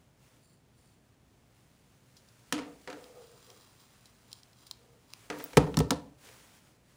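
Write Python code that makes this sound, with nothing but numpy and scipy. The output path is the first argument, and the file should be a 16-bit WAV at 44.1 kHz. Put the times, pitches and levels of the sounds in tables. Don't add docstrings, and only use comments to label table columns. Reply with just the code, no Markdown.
import sys
import numpy as np
from scipy import signal
from scipy.fft import rfft, irfft
from scipy.io import wavfile
from scipy.ndimage import uniform_filter1d

SR = 44100
rng = np.random.default_rng(int(sys.argv[2]) if len(sys.argv) > 2 else 0)


def to_wav(s):
    ch = np.atleast_2d(s).T
    pcm = np.round(np.clip(ch, -1, 1) * 32767)
    wavfile.write(sys.argv[1], SR, pcm.astype(np.int16))


N = 306936
TIME = np.arange(N) / SR


def amp(db):
    return 10 ** (np.asarray(db) / 20)


def unit(x, size=None):
    return x / np.sqrt(np.sum(x ** 2) / (size or len(x)) + 1e-20)


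def read(points, hz):
    f, value = np.transpose(points)
    return np.interp(np.log(hz + 1), np.log(f + 1), value)


def add(mix, s, sound):
    part = mix[round(s * SR):][:len(sound)]
    part += sound[:len(part)]


def colour(x, points):
    return irfft(rfft(x) * amp(read(points, np.fft.rfftfreq(len(x), 1 / SR))), len(x))


def resonate(x, modes):
    out = np.zeros(len(x))
    for hz, width, db in modes:
        peak = signal.iirpeak(hz, hz / (1.55 * width), SR)
        out += amp(db) * signal.lfilter(*peak, signal.lfilter(*peak, x))
    return out


def waver(per_s):
    return unit(np.interp(TIME * per_s, np.arange(N), rng.standard_normal(N)))


def friction(per_s, spread_db, blur):
    slips = (rng.random(N) < per_s / SR) * rng.choice([-1, 1], N)
    sizes = amp(spread_db * np.minimum(rng.exponential(1, N), 4))
    return unit(unit(slips * sizes) + blur * rng.standard_normal(N))


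def movements(moves, attack_s, sag_db_per_s, release_db_per_s):
    power = np.zeros(N)
    for s, length, db in moves:
        t = TIME - s
        fall_db = sag_db_per_s * np.clip(t, 0, length) + release_db_per_s * np.maximum(t - length, 0)
        power += (np.clip(1 + t / attack_s, 0, 1) * amp(db - fall_db)) ** 2
    return np.sqrt(power)


def pull(peak_s, peak_db, rise_db_per_s, fall_db_per_s):
    return amp(peak_db - np.maximum(rise_db_per_s * (peak_s - TIME), fall_db_per_s * (TIME - peak_s)))


# (frequency [Hz], density [dB])
AIR_SPECTRUM = [(20, -17.5), (55, -4), (90, -7), (120, 1.5), (160, -6), (250, -7.5), (350, -13.5),
                (600, -16), (1200, -23.5), (3000, -30), (8000, -37.5), (16000, -44)]
def air(level_db=-65.5):
    return amp(level_db) * unit(colour(rng.standard_normal(N), AIR_SPECTRUM))


# (frequency [Hz], gain [dB])
WALL_COLOUR = [(60, 0.5), (170, 0.5), (230, -5), (285, 6), (350, -0.5), (480, -0.5), (1000, 0), (2500, -4),
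               (6000, -5.5), (12000, -5)]
# (frequency [Hz], t60 [s])
ROOM_DECAY = [(60, 0.63), (280, .47), (600, 0.46), (1500, 0.35), (5000, 0.3), (10000, 0.24), (16000, 0.073)]
def room(x, first_s=0.0044):
    echoes = colour(rng.standard_normal(SR) * (rng.random(SR) < 5000 / SR), WALL_COLOUR)
    hz, t, bands = signal.stft(echoes, SR, nperseg=256)
    decay = amp(-60 * t / read(ROOM_DECAY, hz)[:, None])
    tail = signal.istft(bands * decay, SR, nperseg=256)[1][:SR]
    tail *= np.clip(TIME[:SR] / first_s - 1, 0, 1)
    return signal.fftconvolve(x, amp(-1.5) * unit(tail, size=1))[:N]


# (frequency [Hz], width [Hz], gain [dB])
CORD_MODES = [(428.3, 20, -8.5), (477, 45, 2), (672, 130, -10.5), (1220, 54, -17)]
# (time [s], length [s], level [dB])
CORD_DRAGS = [(2.67, 0.047, -54), (2.99, 0.14, -58), (3.175, 0.033, -52), (3.32, .015, -60.5),
              (3.5, .02, -60.5), (4.81, 0.17, -68.5)]
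def cord_drag(steadiness=0.92):
    drone = resonate(friction(per_s=160, spread_db=-4, blur=0.54), CORD_MODES)
    running_rms = np.sqrt(abs(uniform_filter1d(drone ** 2, size=400)) + 1e-12)
    dragging = movements(CORD_DRAGS, attack_s=0.041, sag_db_per_s=10, release_db_per_s=180)
    return dragging * unit(drone / running_rms ** steadiness)


# (time [s], level [dB], frequency [Hz], t60 [s])
METAL_CLINKS = [(5.387, -53.5, 14770, .02), (5.441, -27.5, 15790, 0.028)]
def clinks(snap=0.11):
    out, t = np.zeros(N), np.arange(4096) / SR
    for s, db, hz, t60 in METAL_CLINKS:
        ring = np.sin(2 * np.pi * hz * t) * amp(-60 * t / t60)
        bright_noise = colour(rng.standard_normal(len(t)), [(3000, -8), (7500, 0.5), (10000, 15.5)])
        add(out, s, amp(db) * (ring + snap * bright_noise * np.exp(-t / 0.002)))
    return out


def stray_ticks(start_s=1.7, end_s=4.4, per_s=2.7, db=-58, hz=7060, t60=0.015):
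    chosen = (rng.random(N) < per_s / SR) & (TIME > start_s) & (TIME < end_s)
    return [(s, db, hz, t60) for s in TIME[chosen]]


def gripped(modes, damping_hz=170):
    return [(hz, width + damping_hz, db - 20 * np.log10(1 + damping_hz / width))
            for hz, width, db in modes]


# (frequency [Hz], width [Hz], gain [dB])
IRON_MODES = [(1098, 370, -1), (2810, 220, -6.5), (3277, 100, 1), (4095, 400, -0.5), (4780, 370, -3.5),
              (5080, 600, -3), (5620, 380, -9), (6600, 242, -7), (7350, 120, 0.5), (8600, 250, -8),
              (9380, 270, -2.5), (15060, 500, -12.5)]
# (time [s], relative level [dB], brightest pitch [Hz], t60 [s])
CLAMP_TICKS = [(2.167, -45, 4600, 0.11), (2.287, -52.5, 6000, .03), (3.0419, -45, 4500, 0.0073),
               (3.5016, -43.5, 3300, 0.012), (4.0566, -45.5, 4940, 0.034), (4.317, -45, 3920, 0.014),
               (4.3297, -32.5, 4900, 0.0062), (4.433, -46.5, 4900, 0.0081), (4.5313, -53.5, 3500, .018),
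               (4.668, -42.5, 6200, 0.051), (4.7119, -28.5, 4020, 0.01), (5.136, -33.5, 2870, 0.0036)]
def clamp(gain_db=-4.5, scrape=2.4, detune=0.024, focus_db_per_octave=7):
    out, t = np.zeros(N), np.arange(2048) / SR
    for s, db, hz, t60 in CLAMP_TICKS + stray_ticks():
        scraping = unit(rng.standard_normal(len(t)) * amp(-60 * t / t60), size=1)
        slip = signal.unit_impulse(len(t)) + scrape * scraping
        grip = 1 + detune * rng.uniform(-1, 1)
        modes = [(f * grip, width, mode_db - focus_db_per_octave * abs(np.log2(f / hz)))
                 for f, width, mode_db in gripped(IRON_MODES)]
        contact = signal.lfilter(*signal.iirpeak(hz, 1.2, SR), slip)
        tick = unit(resonate(slip, modes)) + unit(contact)
        add(out, s, amp(db + gain_db) * unit(tick, size=88))
    return out


# (frequency [Hz], density [dB])
HAIR_SPECTRUM = [(100, -11.5), (400, 3), (1200, 1), (2500, 0.5), (4000, -2), (7000, -2.5), (10000, -4.5),
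                 (16000, -12)]
# (time [s], length [s], relative level [dB])
HAIR_STROKES = [(0, 0.19, -78), (.25, .29, -73.5), (.82, 0.12, -77), (5.2, .15, -67), (5.4, 1, -59),
                (6.265, 0.32, -61), (6.67, 0.018, -69.5), (6.9, .04, -73.5)]
def hair_rustle(gain_db=6, flutter_db=0.91):
    crackle = unit(colour(friction(per_s=2500, spread_db=-2, blur=1), HAIR_SPECTRUM))
    unwinding = pull(peak_s=3, peak_db=-69.5, rise_db_per_s=6, fall_db_per_s=3.5)
    stroking = movements(HAIR_STROKES, attack_s=0.1, sag_db_per_s=29, release_db_per_s=110)
    return amp(gain_db + flutter_db * waver(per_s=16)) * np.hypot(unwinding, stroking) * crackle


# (frequency [Hz], width [Hz], gain [dB])
WRAPPED_MODES = [(4540, 440, -1.5), (7300, 260, 0), (8880, 250, -0.5), (9470, 430, -1), (15100, 970, -16)]
# (time [s], bare share [0-1])
BARE_SHARE = [(2.6, 0), (3.3, 1)]
# (time [s], length [s], relative level [dB])
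BARREL_RUBS = [(.44, 0.1, -69.5), (.79, 0.15, -73.5), (4.31, 0.076, -62.5), (4.59, 0.13, -63.5),
               (5.115, 0.01, -62)]
def hair_slide(gain_db=-1, flutter_db=1.4):
    rub = friction(per_s=600, spread_db=3.8, blur=0.8)
    bare = np.interp(TIME, *np.transpose(BARE_SHARE))
    barrel = bare * unit(resonate(rub, IRON_MODES)) + (1 - bare) * unit(resonate(rub, WRAPPED_MODES))
    unwinding = pull(peak_s=3.5, peak_db=-63.5, rise_db_per_s=13.5, fall_db_per_s=17.5)
    rubbing = movements(BARREL_RUBS, attack_s=0.043, sag_db_per_s=21, release_db_per_s=260)
    return amp(gain_db + flutter_db * waver(per_s=32)) * np.hypot(unwinding, rubbing) * barrel


# (frequency [Hz], density [dB])
PLASTIC_SPECTRUM = [(150, -24), (700, 6.5), (1500, 4), (2050, -1.5), (2700, -3), (4200, -2), (6500, -1.4),
                    (10000, -2.3), (16000, -8.5)]
def crack(db, centre_hz, t60_cycles=77, bite=0.94, rise_s=0.00012):
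    t = np.arange(SR // 2) / SR
    t60 = t60_cycles / centre_hz
    steepness_db = 2.03 + 0.082 * max(-31.5 - db, 0)
    shape = [(hz, base_db - steepness_db * np.log2(hz / centre_hz) ** 2)
             for hz, base_db in PLASTIC_SPECTRUM]
    burst = colour(rng.standard_normal(len(t)), shape) * amp(-60 * t / t60) * (1 - np.exp(-t / rise_s))
    snap = colour(signal.unit_impulse(len(t), 64), shape)
    shell = signal.iirpeak(centre_hz, 3.5, SR)
    return [amp(db) * unit(x + bite * signal.lfilter(*shell, x), size=882) for x in (burst, snap)]


def ring(modes, centre_hz, focus_db_per_octave, detune=0.017, rise_cycles=0.4):
    t = np.arange(SR // 2) / SR
    hz, db, t60 = np.transpose(modes)[:, :, None]
    db = db - focus_db_per_octave * abs(np.log2(hz / centre_hz))
    sign = (-1) ** np.arange(len(hz))[:, None]
    swell = 1 - np.exp(-t * hz / rise_cycles)
    tones = np.sin(2 * np.pi * hz * (1 + detune * rng.standard_normal(hz.shape)) * t)
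    return unit((sign * amp(db - 60 * t / t60) * swell * tones).sum(0), size=882)


# (frequency [Hz], gain [dB], t60 [s])
TABLE_MODES = [(62.8, -9.5, 0.26), (84, -9, 0.093), (112, -4, 0.049), (157.7, -1, 0.098), (220, 4, 0.042),
               (255, -1.5, 0.11), (295.8, 0.5, 0.11), (425, 5, 0.03), (450.4, 1.5, 0.044), (496, -8.5, .12),
               (580, -12.5, 0.046), (726, -7.5, 0.051), (851, -14, 0.11), (935, -4.5, 0.034),
               (1020, -7.5, 0.037), (1106, -5, 0.028), (1313, -9, 0.062), (1340, -18, 0.037),
               (1500, -19.5, 0.022), (1770, -5.5, 0.044)]
def knock(thud_db, thud_hz, body_db, body_hz, crack_db, crack_hz, room_db):
    thud = amp(thud_db) * ring([m for m in TABLE_MODES if m[0] < 350], thud_hz, focus_db_per_octave=9.5)
    body = amp(body_db) * ring([m for m in TABLE_MODES if m[0] >= 350], body_hz, focus_db_per_octave=7)
    burst, snap = crack(crack_db, crack_hz)
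    sound = amp(room_db) * room(thud + body + snap)
    add(sound, 0, thud + body + burst)
    return sound


# (time [s], crack level [dB], crack pitch [Hz], room send [dB])
CORD_TAPS = [(2.5244, -31, 3000, -7.5), (2.579, -48.5, 2550, -0.5), (2.5885, -46.5, 2120, -7.5),
             (2.875, -46.5, 2030, -2.5), (2.9007, -49, 2400, -7), (2.9283, -51, 2200, -10),
             (5.3008, -39, 1900, -5.5), (5.4009, -49.5, 2020, -7.5), (5.532, -51.5, 2200, -10.5),
             (6.288, -60.5, 2310, -26)]
def cord_taps(firm_db=-30.5, hard_hz=2950, thud_hz=266, body_hz=505):
    out = np.zeros(N)
    for s, db, crack_hz, room_db in CORD_TAPS:
        strength_db = db - firm_db
        thud_db = -35.5 + 1.23 * strength_db
        body_db = -38.5 + 0.82 * strength_db + 9 * np.log2(hard_hz / crack_hz)
        add(out, s, knock(thud_db, thud_hz, body_db, body_hz, db, crack_hz, room_db))
    return out


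# (time [s], thud level [dB], thud pitch [Hz],
# body level [dB], body pitch [Hz], crack level [dB], crack pitch [Hz])
IRON_KNOCKS = [(5.5702, -17.5, 122.2, -15.5, 475, -23.5, 2390), (5.742, -44, 200, -52, 796, -48, 2660),
               (5.7706, -22.5, 136, -35, 1020, -33.5, 4450), (5.7896, -26.5, 126.7, -49, 600, -36, 4840),
               (5.802, -28, 81.8, -27, 460, -40.5, 2720), (5.9064, -28.5, 227.7, -33.5, 760, -28.5, 3800),
               (5.9169, -44, 69.7, -33.5, 584, -48, 3540)]
def iron_knocks():
    out = np.zeros(N)
    for s, *blow in IRON_KNOCKS:
        add(out, s, knock(*blow, room_db=-14))
    return out


def scene():
    knocks = cord_taps() + iron_knocks()
    handling = clamp() + clinks() + hair_rustle() + hair_slide() + cord_drag()
    return (knocks + handling + amp(-16.5) * room(handling) + air())[None]


# (frequency [Hz], gain [dB])
MIC_RESPONSE = [(20, -6), (40, -5), (55, 1), (10500, -0.5), (12200, -5), (13500, -4.5), (15200, 9.5),
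                (16000, -6.5)]
def record(dry):
    heard = colour(dry[0], MIC_RESPONSE)
    band_limit = signal.firwin(511, 16300, window=("kaiser", 9), fs=SR)
    return signal.oaconvolve(heard, band_limit, "same")[None]


dry = scene()
out = record(dry)
to_wav(out)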